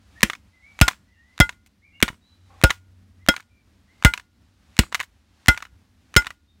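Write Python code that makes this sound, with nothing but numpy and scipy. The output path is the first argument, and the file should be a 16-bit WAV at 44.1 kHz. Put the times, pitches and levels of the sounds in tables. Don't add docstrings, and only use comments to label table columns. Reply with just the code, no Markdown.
import sys
import numpy as np
from scipy import signal
from scipy.fft import rfft, irfft
from scipy.io import wavfile
from scipy.ndimage import uniform_filter1d

SR = 44100
rng = np.random.default_rng(int(sys.argv[2]) if len(sys.argv) > 2 else 0)


def dump_mix(stems):
    frames = np.atleast_2d(stems).T
    limited = np.clip(frames, -1, 1)
    pcm = np.round(limited * 32767).astype(np.int16)
    wavfile.write(sys.argv[1], SR, pcm)


N = 291060
AGE = np.arange(SR // 2) / SR

# (time [s], sleeve swish [dB], crack [dB], ground thump [dB], case knock [dB],
# low thud [dB], then the bar's ring [dB] near five pitches, set by where its claw lands)
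BLOWS = [(0.2303, 6.5, 3.7, -12.5, -1, -13, -30.5, -33, -26, -28, -40.5),
         (0.8132, 5, 7.3, 6.5, -12.5, -10, -6.5, -22, -13.5, -15, -33),
         (1.4016, 0, 2.1, 4, -12, 1.5, -2.5, -1.5, -4.5, -17, -25.5),
         (2.026, -8, 1.03, -13.5, -5.5, -17.5, -23, -34.5, -33, -42, -43),
         (2.6374, 4.5, 4.4, 6, -7, 7, -3.5, -23, -17, -18.5, -39.5),
         (3.2865, -7, 0.65, -19.5, -9, -1.5, -7.5, -13.5, -6.5, -18, -32),
         (4.0481, 2, 5.3, 8.5, -16.5, 0, -1.5, -4.5, -22.5, -21, -20),
         (4.79, 3, 4.4, 0, -1.5, -14, -26.5, -35.5, -33, -34.5, -32),
         (5.4829, 3, 5.33, 1.5, -7.5, -4, -2, -2.5, -16, -21.5, -26.5),
         (6.164, 0.5, 5.2, 0, -11.5, -11.5, -2.5, -6, -15.5, -7.5, -17.5)]
# (pitch [Hz], level [dB], fade time [s]); a fade time, t60, is a 60 dB drop
DRIVE_TONES = [(760, -28.5, 0.044), (983, -23, 0.063), (1104, -20.5, .04), (1984, -15.5, 0.027),
               (2180, -21, 0.041), (2940, -18.5, 0.046), (3200, -23, 0.016), (5315, -33, 0.06)]
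# (frequency [Hz], level [dB])
CLACK_COLOUR = [(100, -25), (450, -22.5), (750, -19.5), (1050, -2.5), (1600, -1), (2300, -1), (3100, -9),
                (3800, -6.5), (4900, -18), (6500, -13), (10000, -24.5), (16000, -30.5)]


def amp(db):
    return 10 ** (np.asarray(db) / 20)


def evened(x):
    return x / np.sqrt(np.mean(x ** 2) + 1e-20)


def read(points, hz):
    f, value = np.transpose(points)
    return np.interp(np.log(hz + 1), np.log(f + 1), value)


def add(mix, start, sound):
    part = mix[max(round(start * SR), 0):][:len(sound)]
    part += sound[:len(part)]


def tinted(x, colour):
    gain = amp(read(colour, np.fft.rfftfreq(len(x), 1 / SR)))
    return evened(irfft(rfft(x) * gain, len(x)))


def noise(colour, size=N):
    return tinted(rng.standard_normal(size), colour)


def wander(size, smooth):
    return evened(uniform_filter1d(rng.standard_normal(size), size=smooth))


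def spell(start, length, db, fade):
    t = np.arange(N) / SR - start
    ramp = np.clip(np.minimum(t, length - t) / fade, 0, 1)
    return amp(db) * np.sin(np.pi / 2 * ramp)


def dying(t60, hold=0):
    return np.exp(-np.log(1000) * np.maximum(AGE - hold, 0) / t60)


def ring(tones):
    return sum(amp(db) * dying(t60) * np.sin(2 * np.pi * (hz * AGE + rng.random()))
               for hz, db, t60 in tones)


def struck(tones, spot_db):
    return ring([(hz, db + spot_db * rng.standard_normal(), t60) for hz, db, t60 in tones])


def contact(colour, hold, t60):
    attack = np.minimum(AGE / .0002, 1)
    return noise(colour, len(AGE)) * dying(t60, hold) * attack


def open_air(gust_db=2.5):
    # (frequency [Hz], level [dB])
    rumble_colour = [(20, -42.5), (35, -11), (65, 4.5), (95, 1.5), (135, -14), (205, -4.5), (300, -11.5),
                     (390, -21.5), (840, -27), (1800, -27.5), (3600, -35.5), (6000, -38), (10000, -41),
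                     (16000, -46.5)]
    hiss_colour = [(500, -12.5), (2000, -2.5), (3800, 1.5), (5500, -1.5), (8000, -9.5), (16000, -17)]
    rumble = amp(-60 + gust_db * wander(N, smooth=6000)) * noise(rumble_colour)
    return rumble + amp(-76.5) * noise(hiss_colour)


def far_hum(hz=92.3):
    pitch = hz * (1 + .0068 * wander(N, smooth=6000))
    level = amp(-67) + spell(start=2.35, length=1, db=-53, fade=.092)
    return level * np.sin(2 * np.pi * np.cumsum(pitch) / SR)


def sleeve(lift_lead_s=.33, lift_width_s=.092, rise_db_per_s=52):
    # (frequency [Hz], level [dB])
    cloth_colour = [(200, -9.5), (700, 5), (2000, 2.5), (4000, 0), (7000, -6), (10000, -12), (16000, -24.5)]
    t, power = np.arange(N) / SR, np.zeros(N)
    for time, swing_db, *_ in BLOWS:
        time_left = time - t
        lift = amp(-76 + swing_db) * np.exp(-((time_left - lift_lead_s) / lift_width_s) ** 2)
        down = amp(-64 + swing_db - rise_db_per_s * abs(time_left)) * (t < time)
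        power += lift ** 2 + down ** 2
    return noise(cloth_colour) * np.sqrt(power)


def birds(waver=.016, fade_s=.02):
    # (start [s], length [s], first pitch [Hz], last pitch [Hz], arch height [Hz], level [dB])
    whistles = [(.15, 0.053, 1710, 1920, -1, -50), (0.523, 0.13, 2070, 2060, -51.5, -61),
                (0.617, 0.12, 2123, 2260, 105.5, -54), (1.069, 0.084, 1910, 1940, 58.5, -63.5),
                (1.124, .07, 2823, 2728, 20, -71.5), (1.151, .21, 1783, 2120, -2.5, -61.5),
                (1.815, 0.083, 1850, 2080, 416, -58), (1.902, 0.11, 2100, 2200, 55.5, -62.5),
                (1.924, 0.063, 2707, 2780, 62.5, -55.5), (2.208, 0.15, 3750, 3900, 171.5, -66.5),
                (2.385, 0.12, 3925, 3780, 6, -75.5), (3.19, 0.06, 1871, 2090, 28, -62),
                (3.49, 0.14, 2424, 2300, -0.5, -70), (3.874, .065, 1813, 2190, 40, -61.5),
                (3.966, .06, 2130, 1980, 30, -64), (6.472, 0.058, 3640, 3630, 49, -67.5)]
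    out = np.zeros(N)
    for start, length, first_hz, last_hz, arch_hz, db in whistles:
        t = AGE[AGE < length]
        progress = t / length
        glide = first_hz + (last_hz - first_hz) * progress + arch_hz * np.sin(np.pi * progress)
        pitch = glide * (1 + waver * wander(len(AGE), smooth=200)[:len(t)])
        swell = np.minimum(np.minimum(t, length - t) / fade_s, 1)
        add(out, start, amp(db) * swell * np.sin(2 * np.pi * np.cumsum(pitch) / SR))
    return out


def early_ticks(follow=.9):
    # (time before the blow [s], level [dB])
    ticks = [(.0230, -33.5), (.0114, -38.5)]
    out = np.zeros(N)
    for time, _, crack_db, *_ in BLOWS:
        for lead, db in ticks:
            tick = contact(CLACK_COLOUR, hold=.001, t60=.008)
            add(out, time - lead, amp(db + follow * crack_db) * tick)
    return out


def cracks():
    # (frequency [Hz], level [dB])
    crack_colour = [(100, 3.5), (300, 2), (650, -3), (850, -10.5), (1200, -3), (2100, 4), (3200, -1.5),
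                    (5000, -10.5), (8000, -10.5), (12000, -19.5), (16000, -19)]
    # (pitch [Hz], level [dB], fade time [s])
    disc_tones = [(11422, -42, .12)]
    out = np.zeros(N)
    for time, _, crack_db, *_ in BLOWS:
        crunch = contact(crack_colour, hold=.0013, t60=.018)
        tail = amp(-29) * contact(crack_colour, hold=.004, t60=.11)
        ringing = amp(-9.5) * struck(DRIVE_TONES, spot_db=1.5) + struck(disc_tones, spot_db=3.5)
        snap = amp(2) * contact(crack_colour, hold=.0008, t60=.004)
        add(out, time, amp(crack_db) * (crunch + tail + ringing) + snap)
    return out


def bar_clang():
    # (pitch [Hz], level [dB], fade time [s])
    bar_tones = [(865, -22, .13), (937, -25, .13), (1431, 0, .12), (1428, -45, .5), (2055, 0, .1),
                 (2058, -44, .42), (3273, 0, .065), (3815, -16, .08), (7490, -2, .078), (14510, -20, .08),
                 (5246, 0, .075), (6527, -9, .08), (6770, -3, .062), (9050, 0, .06), (12370, -9, .09)]
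    ring_hz = [1432, 2055, 3273, 5245, 7490]
    out = np.zeros(N)
    for time, _, _, _, _, _, *ring_db in BLOWS:
        colour = list(zip(ring_hz, ring_db))
        add(out, time, ring([(hz, db + read(colour, hz), t60) for hz, db, t60 in bar_tones]))
    return out


def thumps(start_hz=326, end_hz=46.7, sink_s=.0042):
    # (pitch [Hz], level [dB], fade time [s])
    case_tones = [(212, 0, .04), (335, -26, .13)]
    # (pitch [Hz], level [dB], fade time [s])
    thud_tones = [(313, -2.5, 0.031), (370, -8, 0.006), (544, -9, 0.049), (653, -6, 0.026)]
    pitch = end_hz + (start_hz - end_hz) * np.exp(-AGE / sink_s)
    thump = np.sin(2 * np.pi * np.cumsum(pitch) / SR) * dying(t60=.072)
    out = np.zeros(N)
    for time, _, _, thump_db, knock_db, thud_db, *_ in BLOWS:
        knocks = amp(knock_db) * ring(case_tones) + amp(thud_db) * ring(thud_tones)
        add(out, time, amp(thump_db) * thump + knocks)
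    return out


def landings(count=3, rebound=.54):
    # (time [s], level [dB], brightness [dB per octave], first hop [s], loss per landing [dB])
    hops = [(0.2989, -16.5, -2, 0.034, 9), (0.868, -37, -2.5, 0.011, -12), (0.8807, -8.5, 1.5, .0025, 7),
            (0.9111, -31.5, -3, 0.021, 7.5), (1.4925, -21.5, -1.5, .0335, 22.5), (1.662, -51, 6, .008, 4),
            (2.0802, -20.5, -2, 0.0056, 4), (2.102, -31, -12, 0.027, 7.5), (2.696, -23, -5, 0.012, 8),
            (2.7043, -11.5, -1.5, .0024, 4), (3.34, -29.5, -5, .038, 6), (3.364, -23.5, 0.5, 0.04, 15),
            (4.137, -16, -0.5, 0.039, 9.5), (4.835, -31, -6.5, 0.03, 15), (4.92, -41, -2, .004, 8),
            (4.925, -23.5, -2.5, 0.07, 5.5), (4.9457, -13.5, 1, 0.0045, 4), (5.001, -19, -.5, 0.0076, 4.5),
            (5.028, -37, 5.5, 0.011, 5.5), (5.545, -32.5, -3.5, 0.02, 5), (5.5751, -22.5, -1.5, 0.029, 15),
            (5.624, -22.5, -2.5, 0.028, 14), (6.2215, -31, -3, 0.024, 2), (6.268, -21, -0.5, .006, 18),
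            (6.3046, -28.5, -2, 0.004, 13)]
    rows = []
    for time, db, brightness, hop, loss_db in hops:
        for k in range(count):
            rows.append((time, db - k * loss_db, brightness))
            time += hop * rebound ** k
    return rows


def grit(grains_per_s=6000, settle_s=.17, blow_db=-8):
    # (frequency [Hz], level [dB])
    sand_colour = [(200, -24), (700, -0.5), (1200, 3), (2500, 1.5), (4500, -3.5), (7000, -5.5),
                   (11000, -12.5), (16000, -13.5)]
    contacts = [row[:2] for row in landings()] + [(row[0], blow_db) for row in BLOWS]
    power = np.zeros(N)
    for time, db in contacts:
        add(power, time, (amp(db) * dying(settle_s)) ** 2)
    grains = rng.standard_normal(N) * (rng.random(N) < grains_per_s / SR)
    return amp(-27) * tinted(grains, sand_colour) * np.sqrt(power)


def clatter():
    out = np.zeros(N)
    for time, db, brightness in landings():
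        colour = [(hz, level + brightness * np.log2(hz)) for hz, level in CLACK_COLOUR]
        tick = amp(-3) * contact(colour, hold=.00085, t60=.012)
        clack = amp(-4) * contact(colour, hold=.00162, t60=.0227)
        ringing = amp(-1) * struck(DRIVE_TONES, spot_db=6)
        add(out, time, amp(db) * (tick + clack + ringing))
    return out


def shoe():
    # (frequency [Hz], level [dB])
    scuff_colour = [(350, -15), (560, -8), (660, -12), (780, 5.5), (920, -17), (1120, 0.5), (1300, -14),
                    (2500, -22), (6000, -44.5)]
    return noise(scuff_colour) * spell(start=2.49, length=.14, db=-57, fade=.02)


def yard(sound, gap_s=.004, stretch=1, echoes_per_s=4000):
    # (frequency [Hz], level [dB])
    echo_colour = [(100, -6.5), (300, -5.5), (600, -6.5), (1200, 2), (3000, 1), (8000, -0.5), (16000, -3)]
    # (frequency [Hz], fade time [s])
    echo_fade = [(100, 0.36), (1000, 0.12), (3000, 0.14), (8000, 0.28), (16000, 0.17)]
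    reflections = rng.standard_normal(SR) * (rng.random(SR) < echoes_per_s / SR)
    hz, t, bands = signal.stft(reflections, SR, nperseg=256)
    fade = np.exp(-np.log(1000) * t / (stretch * read(echo_fade, hz)[:, None]))
    gain = amp(read(echo_colour, hz))[:, None]
    _, tail = signal.istft(bands * fade * gain, SR, nperseg=256)
    out = np.zeros(N)
    add(out, gap_s, signal.fftconvolve(sound, tail / np.linalg.norm(tail)))
    return out


def scene():
    hits, clang, ground = cracks() + clatter(), bar_clang(), thumps()
    echo = yard(amp(-29.5) * hits + amp(-35) * clang + amp(-35.5) * ground)
    song = birds()
    song_echo = amp(-.5) * yard(song, stretch=1.6)
    background = open_air() + far_hum() + song + song_echo
    return (background + sleeve() + early_ticks() + hits + clang + ground + grit() + echo + shoe())[None]


def record(dry, ceiling=.64, top_hz=16000):
    clipped = np.clip(dry, -ceiling, ceiling)
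    low_pass = signal.firwin(255, top_hz, window=("kaiser", 8), fs=SR)
    return signal.oaconvolve(clipped, low_pass[None], "same")


dry = scene()
out = record(dry)
dump_mix(out)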